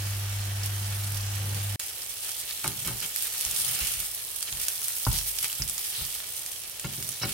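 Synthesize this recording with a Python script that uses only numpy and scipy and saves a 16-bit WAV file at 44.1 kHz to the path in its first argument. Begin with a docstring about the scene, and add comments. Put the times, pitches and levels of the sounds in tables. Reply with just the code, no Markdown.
"""Two patties frying in a pan

Close by in a small kitchen, tiny steam bubbles burst in the fat of a nonstick pan and single drops spit.
A plastic spatula scrapes, knocks the pan and flips a patty. The induction hob and its fan hum at first;
the sound drops out for an instant and the frying goes on without them."""
import sys
import numpy as np
from scipy import signal
from scipy.fft import rfft, irfft, next_fast_len
from scipy.io import wavfile
from scipy.ndimage import uniform_filter1d, map_coordinates

SR = 44100
rng = np.random.default_rng(int(sys.argv[2]) if len(sys.argv) > 2 else 0)


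def persist_wave(psi):
    """Save psi, clipped to +-1, as 16-bit WAV."""
    counts = np.round(np.clip(psi, -1, 1) * 32767).astype(np.int16)
    wavfile.write(sys.argv[1], SR, np.atleast_2d(counts).T)


N = 323253
T = np.arange(N) / SR
DROPOUT_START_S, DROPOUT_END_S = 1.759, 1.794
TOP_HZ = 15950


def amp(db):
    """Turn decibels into a gain."""
    return 10 ** (np.asarray(db) / 20)


def unit(x):
    """Scale a sound to an average (rms) level of 1."""
    return x / np.sqrt(np.mean(x ** 2) + 1e-20)


def along(points, hz):
    """Read between (Hz, value) points, giving each octave equal space."""
    freqs, values = np.transpose(points)
    return np.interp(np.log(hz + 1), np.log(freqs + 1), values)


def filtered(x, response):
    """Multiply each frequency in a sound by response(hz)."""
    n = x.shape[-1]
    padded = next_fast_len(n + SR // 10)
    return irfft(rfft(x, padded) * response(np.fft.rfftfreq(padded, 1 / SR)), padded)[..., :n]


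def coloured(x, spectrum):
    """Shape a sound's tone with (Hz, dB) points, then scale it to level 1."""
    return unit(filtered(x, lambda hz: amp(along(spectrum, hz))))


def add(track, start_s, sound):
    """Mix a sound into a track at the given time."""
    part = track[..., round(start_s * SR):][..., :sound.shape[-1]]
    part += sound[..., :part.shape[-1]]


def wobble(rate):
    """A smooth curve through `rate` random values a second."""
    knots = rng.standard_normal(int(N * rate / SR) + 4)
    return np.interp(T, T[::32], map_coordinates(knots, [T[::32] * rate]))


def air(spectrum, wide_hz):
    """Steady stereo noise: alike on both sides in the bass, unrelated above wide_hz."""
    mid, side = rng.standard_normal((2, N))
    side = filtered(side, lambda hz: hz / np.hypot(hz, wide_hz))
    return coloured(np.array([mid + side, mid - side]), spectrum)


def hisses(table):
    """Short swells of noise, each around its own pitch."""
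    out = np.zeros((2, N))
    for start, length, db, pitch_hz, width_hz in table:
        n = int(length * SR)
        band = filtered(rng.standard_normal((2, n)), lambda f: 1 / (1 + ((f - pitch_hz) / width_hz) ** 2))
        add(out, start, amp(db) * unit(band * np.sin(np.pi * np.arange(n) / n)))
    return out


def kitchen_air():
    """The faint, steady rush of the kitchen."""
    # its tone: (frequency [Hz], relative level [dB])
    tone = [(20, -11), (50, 4.5), (100, 5), (250, -10.5), (420, -2), (700, -2), (1500, -9), (4000, -14.5)]
    return amp(-51) * air(tone, wide_hz=665)


def kitchen_echo(x):
    """The kitchen's short echo, which dies fastest around 8 kHz."""
    # how long it lingers: (frequency [Hz], time to fade by 60 dB [s])
    fade_times = [(200, 0.35), (2000, 0.46), (8000, 0.073), (15000, 0.4)]
    hz, t, noise = signal.stft(rng.standard_normal((2, SR // 2)), SR, nperseg=256)
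    tail = signal.istft(noise * amp(-60 * t / along(fade_times, hz)[:, None]), SR, nperseg=256)[1]
    tail = np.pad(tail, ((0, 0), (SR // 200, 0)))  # arrives 5 ms late
    return signal.fftconvolve(x, tail / np.linalg.norm(tail[0]), axes=1)[:, :N]


def hob():
    """Until the dropout, the coil hums at twice the mains frequency over the rush of its cooling fan."""
    # the tones of the hum: (pitch [Hz], level [dB])
    tones = [(43.6, -67), (100, -32), (188, -62), (200, -59), (329, -71), (385, -66), (519, -66.5)]
    # the fan's rush: (frequency [Hz], relative level [dB])
    fan = [(20, -12), (35, 7.5), (70, 2), (140, 2), (200, -8.5), (260, -18), (310, -6.5), (440, -24),
           (540, -15.5), (660, -8.5), (800, -8.5), (1000, -12.5), (1700, -9.5), (4000, -22.5)]
    hum = sum(np.sqrt(2) * amp(db) * np.sin(2 * np.pi * hz * T + rng.uniform(0, 2 * np.pi))
              for hz, db in tones)
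    return (hum + amp(-43) * air(fan, wide_hz=450)) * (T < DROPOUT_START_S)


def pan_ring(force, bright_hz):
    """A force rings the pan wall; a soft touch (low bright_hz) leaves out the high notes."""
    # the wall's own notes: (pitch [Hz], width [Hz], relative level [dB])
    notes = [(594, 186, -7.5), (768.6, 18, 4), (879, 35, 1.5), (1058, 59, -1), (1234, 110, 1.5),
             (1443, 112, 4.5), (1827, 230, -4), (2210, 35, 9), (2790, 300, 1), (3080, 49, 3),
             (3840, 43, 10), (4064, 110, 7), (4810, 94, 12), (5620, 33, 9), (6300, 99, -40)]

    def response(f):
        wall = sum((-1) ** k * amp(db) * 1j * f * width / (hz ** 2 - f ** 2 + 1j * f * width)
                   for k, (hz, width, db) in enumerate(notes))
        ratio = f / bright_hz
        return wall / ((1 + 1j * ratio) * (1 + 1j * ratio - ratio ** 2))  # cuts the treble
    return filtered(force, response)


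def pan_echoes(x, share, life_s):
    """The pan wall and the hob glass scatter each click for a few milliseconds."""
    t = np.arange(SR // 50) / SR
    scatter = rng.standard_normal((2, len(t))) * np.exp(-t / life_s)
    return x + share * signal.oaconvolve(x, scatter / np.linalg.norm(scatter[0]), axes=1)[:, :x.shape[1]]


def knocks():
    """Each blow clacks on the wall and rocks the pan with a thud at its own pitch."""
    # the blows: (time [s], rocking [dB], clack [dB], brightness [Hz], thud pitch [Hz])
    blows = [(2.642, -32.5, -20.5, 2500, 230), (2.669, -36.5, -44, 1500, 180),
             (2.855, -34.5, -49, 1000, 160), (2.878, -34.5, -29, 1600, 179), (2.907, -38, -38, 700, 140),
             (3.461, -43, -39, 1000, 75), (3.81, -36, -41, 1000, 66), (3.97, -43.5, -50, 1000, 70),
             (4.52, -45, -55, 1000, 71), (5.068, -22, -22, 1050, 71.6), (5.139, -36, -42, 900, 100),
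             (5.597, -32, -41, 1000, 108), (6.01, -39, -36, 1500, 95), (6.844, -30, -26.5, 2660, 185),
             (6.979, -36.5, -56, 1000, 170), (7.231, -35, -22.5, 2000, 320), (7.247, -29.5, -33, 1400, 230),
             (7.283, -38, -38, 2950, 129)]
    # the pan rocking on the hob glass: (pitch [Hz], relative level [dB], time to fade by 60 dB [s])
    rocking_notes = [(44.4, -3.5, 0.63), (61.6, 2, 0.19), (74.5, -6, 0.39), (105.7, -9, 0.49),
                     (131.1, -1, 0.22), (153.6, 0, 0.2), (197.6, -10.5, 0.39), (239, -19, 0.44),
                     (297.6, -6.5, 0.16), (351, -4.5, 0.1), (392, -10, 0.32), (551, -4, 0.16)]
    out, t = np.zeros((2, N)), np.arange(SR // 2) / SR
    for start, rock_db, clack_db, bright_hz, thud_hz in blows:
        rock = 0
        for hz, db, fade_s in rocking_notes:
            level_db = db + rng.normal(0, 1.7) - 4 * np.log2(hz / thud_hz) ** 2
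            phase = 2 * np.pi * hz * (1 + rng.normal(0, 0.025)) * t + rng.uniform(0, 2 * np.pi)
            rock += amp(level_db - 60 * t / fade_s) * np.sin(phase)
        rock *= 1 - np.exp(-t / 0.0051)  # soft start
        noise = rng.standard_normal(len(t)) + 0.73 * rng.standard_normal((2, len(t)))
        clack = pan_ring(noise * np.exp(-t / 0.0038), bright_hz)
        add(out, start, amp(rock_db) * rock + amp(clack_db) * clack / np.abs(clack).max())
    return out


def scrapes():
    """The spatula's edge catches and slips on the textured base, ringing the wall and rumbling the pan."""
    # the strokes: (time [s], length [s], rasp [dB], brightness [Hz], rumble [dB])
    strokes = [(1.378, 0.24, -56, 700, -45.5), (2.273, 0.027, -48, 3000, -68),
               (2.639, 0.029, -38, 1800, -43), (2.66, 0.38, -66, 1500, -50), (2.84, 0.087, -48, 2500, -44),
               (3.011, 0.059, -45.5, 3290, -52.5), (3.402, 0.68, -53, 2520, -54.5),
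               (4.469, 0.15, -63, 1000, -57.5), (5.414, 0.038, -56, 2400, -57),
               (5.978, 0.049, -57, 3000, -50), (6.835, 0.038, -42.5, 3500, -48.5),
               (6.88, .29, -71, 5000, -52), (7.209, 0.053, -35.5, 4000, -39)]
    # the dragged pan: (frequency [Hz], relative level [dB])
    rumble_tone = [(25, -22), (45, -24), (70, -4), (110, 8.5), (150, 6), (220, -8), (330, -11.5),
                   (500, -15), (1000, -27), (3000, -72)]
    out = np.zeros((2, N))
    for start, length, rasp_db, bright_hz, rumble_db in strokes:
        n = int(length * SR)
        slips = rng.standard_normal(n) ** 3 + 0.6 * rng.standard_normal((2, n)) ** 3  # spiky noise
        force = np.pad(slips * np.sqrt(np.sin(np.pi * np.arange(n) / n)), ((0, 0), (0, SR // 10)))
        rasp = pan_ring(force, bright_hz)
        rumble = coloured(force.mean(0), rumble_tone)
        add(out, start, amp(rasp_db) * rasp / rasp[:, :n].std() + amp(rumble_db) * rumble / rumble[:n].std())
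    return out


def squeaks():
    """The spatula's plastic edge chatters on the pan."""
    # each squeak: (time [s], length [s], level [dB], pitch [Hz], width [Hz])
    chatter = [(3.02, 0.046, -42, 3200, 280), (5.617, 0.017, -36.5, 5100, 280),
               (7.217, 0.028, -33, 5550, 150)]
    return hisses(chatter)


def slaps():
    """Wet meat and plastic land flat and trap a pocket of air and fat: a smack of a few cycles."""
    # each smack: (time [s], peak [dB], pitch [Hz], time to peak [s])
    smacks = [(5.0666, -18, 1000, 0.0007), (5.069, -18, 108, .005), (5.0695, -29.5, 242, 0.0036),
              (5.5, -25.5, 3000, 0.00055), (5.4444, -19, 2400, .00022)]
    out, t = np.zeros((2, N)), np.arange(SR // 20) / SR
    for start, db, hz, rise_s in smacks:
        swell = t / rise_s * np.exp(1 - t / rise_s)
        add(out, start, amp(db) * swell * np.sin(2 * np.pi * hz * t))
    return out


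def steam():
    """Steam escapes from under a moved patty."""
    # each puff: (time [s], length [s], level [dB], pitch [Hz], width [Hz])
    puffs = [(1.25, 0.42, -55, 2950, 300), (3.55, 0.11, -37.5, 9800, 1000), (3.7, 0.35, -46, 2740, 500),
             (5.1, .1, -38.5, 4500, 1600), (5.9, 0.19, -40.5, 3940, 1300)]
    return hisses(puffs)


def spits(drops):
    """A drop of water hisses faintly as it swells in the fat, then bursts: a snap and a short spray."""
    out, t = np.zeros((2, N)), np.arange(SR // 25) / SR
    swell_s, snap_cycles = 0.0011, 0.92
    for start, db, hz, left_db in drops:
        snap = np.sin(2 * np.pi * hz * t) * np.exp(-t * hz / snap_cycles)
        snap += 0.037 * np.sin(2 * np.pi * 3000 * t) * np.exp(-t / 0.00033)
        snap = filtered(snap, lambda f: 1j * f / (1j * f + 3500))  # so small a source gives little bass
        pair = np.array([np.roll(snap, rng.integers(1, 3)), snap])  # reaches the right side first
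        pair = pan_echoes(pair, share=1.2, life_s=0.0005)
        pair = pan_echoes(pair, share=0.6, life_s=0.005)
        gain = amp(db + np.array([[left_db], [-left_db]]) / 2)
        swell = 0.11 * rng.standard_normal(pair.shape) * t / swell_s * (t < swell_s)
        add(out, start, gain * swell)
        add(out, start + swell_s, gain * pair / np.abs(pair).mean(0).max())
    return out


def loud_drops():
    """The single drops that spit loudest."""
    # each drop: (time [s], level [dB], pitch [Hz], left over right [dB])
    drops = [(0.632, -23, 5850, -4.0), (0.6591, -13, 10900, -2), (1.7976, -15, 7070, -2.0),
             (2.3792, -22, 8890, 1), (2.5088, -19, 4270, 1), (2.6771, -7.5, 9480, -2.5),
             (2.874, -13.5, 9530, -4), (3.0021, -16, 9000, -7), (3.1606, -10.5, 10500, -2.0),
             (3.2232, -12.5, 11000, -2.5), (3.4092, -10.5, 9460, 2), (3.4495, -14, 7840, -2.0),
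             (3.5113, -13, 9320, -6), (3.5992, -13, 10600, -2.0), (4.0016, -14, 10900, -3.5),
             (4.4268, -13.5, 8700, -9), (4.6828, -9, 9000, -3), (4.8821, -12, 10400, 2),
             (5.286, -19, 7990, -3.5), (5.3882, -13, 9700, 0.0), (5.4273, -13, 11000, 0),
             (5.4435, -9.5, 8490, -2.0), (5.528, -14, 9070, -5), (5.6198, -14.5, 5140, -4),
             (5.696, -11.5, 9118, 0.5), (5.8421, -17, 10900, -3.0), (6.125, -21, 7850, -2.0),
             (6.4616, -16, 8200, -5.0), (6.6438, -28, 7850, -3.0), (6.6967, -22, 11800, -3.5),
             (6.796, -15, 8790, 2), (7.0253, -17.5, 8790, 0), (7.0898, -13.5, 9100, -3)]
    return spits(drops)


def small_drops(fizz_db, per_second=6):
    """Small drops spit at random moments, harder when the fat fizzes more."""
    at = rng.integers(0, N, round(per_second * N / SR))
    size, pitch, side = rng.standard_normal((len(at), 3)).T
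    level_db = fizz_db[at] + 13 + 2 * size
    pitch_hz = 7000 * np.exp(0.31 * pitch)
    left_db = -2.5 + 3 * side
    return spits(zip(at / SR, level_db, pitch_hz, left_db))


def frying_levels():
    """Fizz and sputter in dB: strongest while a patty is pushed or lies on a fresh side."""
    # the slow course: (time [s], fizz of the finest bubbles [dB], sputter of wetter juice [dB])
    course = [(0, -42, -40), (0.6, -42, -41), (1.08, -38.5, -40), (1.25, -42, -40.5), (1.7, -40, -39.5),
              (2.1, -39, -44), (3.1, -37, -41.5), (3.55, -31.5, -36), (3.86, -31.5, -35), (4.15, -37, -43),
              (4.36, -37.5, -44.5), (4.65, -34, -41.5), (5.28, -33, -41), (5.7, -36.5, -41.5),
              (5.95, -33.5, -40.5), (6.15, -37, -41), (6.75, -42.5, -45), (7.33, -38.5, -42)]
    # juice meets hot metal and flares up: (time [s], length [s], extra fizz [dB], extra sputter [dB])
    flares = [(.625, 0.058, 4, 4.5), (.96, 0.24, 1.5, -1.5), (1.79, 0.11, 3.5, 2), (2.218, .12, 3.5, 6),
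              (2.379, .05, 3.5, 2.5), (2.47, 0.052, 3, 4), (2.633, 0.077, 2.5, 6), (2.844, 0.06, 4, 4),
              (3.016, 0.052, 3, 6.5), (3.172, 0.12, 3.5, 1), (4.462, 0.049, 0, 8.5),
              (4.59, 0.088, 1.5, 3.5), (5.133, 0.1, 1.5, 4.5), (5.263, .06, 2.5, 4.5),
              (5.419, 0.062, 1, 10), (5.832, 0.057, 0, 4.5), (6.313, 0.2, 3, 0), (6.91, 0.2, 3.5, 1),
              (7.273, .12, 2.5, 5)]
    rise_s, fall_s = 0.011, 0.027
    times, *levels = np.transpose(course)
    fizz_db, sputter_db = [np.interp(T, times, level) for level in levels]
    for start, length, extra_fizz_db, extra_sputter_db in flares:
        flare = np.clip(np.minimum((T - start) / rise_s, (start + length - T) / fall_s), 0, 1)
        fizz_db += extra_fizz_db * flare
        sputter_db += extra_sputter_db * flare
    return fizz_db, sputter_db


def bubbles(per_second, spread_db, clump_db, pitch_hz, cycles, pitches=8):
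    """Bubbles burst all over the pan: each a tiny click with its own size, pitch and direction."""
    out, t = np.zeros((2, N)), np.arange(SR // 400) / SR
    clumps = amp(clump_db * (wobble(28) + wobble(110)))  # the loudness flickers
    n = int(per_second * N / SR / pitches)
    for hz in np.minimum(pitch_hz * np.geomspace(1 / 2, 2, pitches), TOP_HZ):
        at = rng.integers(0, N, n)
        size = amp(spread_db * np.minimum(rng.standard_normal(n), 2.9))
        size *= clumps[at] * rng.choice([-1, 1], n)
        lag, lean_db = rng.normal(1, 3.2, n), rng.normal(0, 2.8, n)  # timing and level differ by ear
        ears = []
        for side in (-1, 1):
            arrival = np.clip(at + np.round(side * lag / 2 + 1 / 4).astype(int), 0, N - 1)
            ears.append(np.bincount(arrival, size * amp(side * lean_db), N))
        click = unit(np.sin(2 * np.pi * hz * t) * np.exp(-t * hz / cycles))
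        out += signal.oaconvolve(np.array(ears), click[None], axes=1)[:, :N]
    return unit(out)


def sizzle(fizz_db, sputter_db):
    """Fine fizz and coarser sputter: near bursts over a wash of countless reflected ones."""
    # the tone of fine bubbles and of wetter juice: (frequency [Hz], relative level [dB])
    fizz_tone = [(1500, -35), (4000, -11.5), (7200, -11), (8200, -3.5), (9300, -2.5), (11500, -3),
                 (15500, -5)]
    sputter_tone = [(150, -29), (400, -12.5), (800, -26.5), (1300, -21), (1900, -3.5), (2400, -4),
                    (3000, 3.5), (3700, -1), (4500, -0.5), (5600, 1.5), (7200, -1), (10000, -1.5),
                    (15500, -10)]
    fine = bubbles(per_second=3200, spread_db=4.5, clump_db=1.0, pitch_hz=11150, cycles=0.51)
    coarse = bubbles(per_second=2600, spread_db=4.0, clump_db=1.14, pitch_hz=4100, cycles=0.36)
    crackle = bubbles(per_second=130, spread_db=2.5, clump_db=1.0, pitch_hz=6000, cycles=0.2)
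    crackle = pan_echoes(crackle, share=1.22, life_s=0.0095)
    fizz_wash = coloured(rng.standard_normal((2, N)), fizz_tone)
    sputter_wash = coloured(rng.standard_normal((2, N)), sputter_tone)
    fizz = unit(coloured(fine, fizz_tone) + 0.6 * coloured(crackle, fizz_tone) + 0.47 * fizz_wash)
    sputter = unit(coloured(coarse, sputter_tone) + 0.44 * coloured(crackle, sputter_tone)
                   + 1.36 * sputter_wash)
    ringing = unit(pan_ring(coarse + 0.14 * coarse.mean(0), bright_hz=3880))
    sound = 1.276 * fizz * amp(fizz_db) + (sputter + 0.21 * ringing) * amp(sputter_db)
    sound *= amp([[-1.2], [1.2]])  # a little to the right
    return pan_echoes(sound, share=0.17, life_s=0.006)


def drifting(x, depth_db):
    """As bubbles of different sizes come and go, the tone shifts in patches."""
    spectrum = signal.stft(x, nperseg=512)[2]
    patches = uniform_filter1d(rng.standard_normal(spectrum.shape[1:]), size=7, axis=0)  # across pitch
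    patches = uniform_filter1d(patches, size=22, axis=1)  # across time
    return signal.istft(spectrum * amp(depth_db * unit(patches)), nperseg=512)[1][:, :N]


def scene():
    """Frying, spatula and hob in the kitchen."""
    fizz_db, sputter_db = frying_levels()
    frying = drifting(sizzle(fizz_db, sputter_db), depth_db=1.0) + steam()
    spatula = knocks() + scrapes() + squeaks() + slaps()
    background = hob() + kitchen_air()
    drops = loud_drops() + small_drops(fizz_db)
    echo = kitchen_echo(amp(-9) * drops + amp(-9.5) * spatula)
    return background + echo + spatula + drops + frying


def record(dry):
    """The sound drops out briefly, and the treble above TOP_HZ is cut away."""
    dropout = (T > DROPOUT_START_S) & (T < DROPOUT_END_S)
    return filtered(dry * np.where(dropout, amp(-34), 1), lambda hz: 1 / (1 + (hz / TOP_HZ) ** 200))


dry = scene()
out = record(dry)
persist_wave(out)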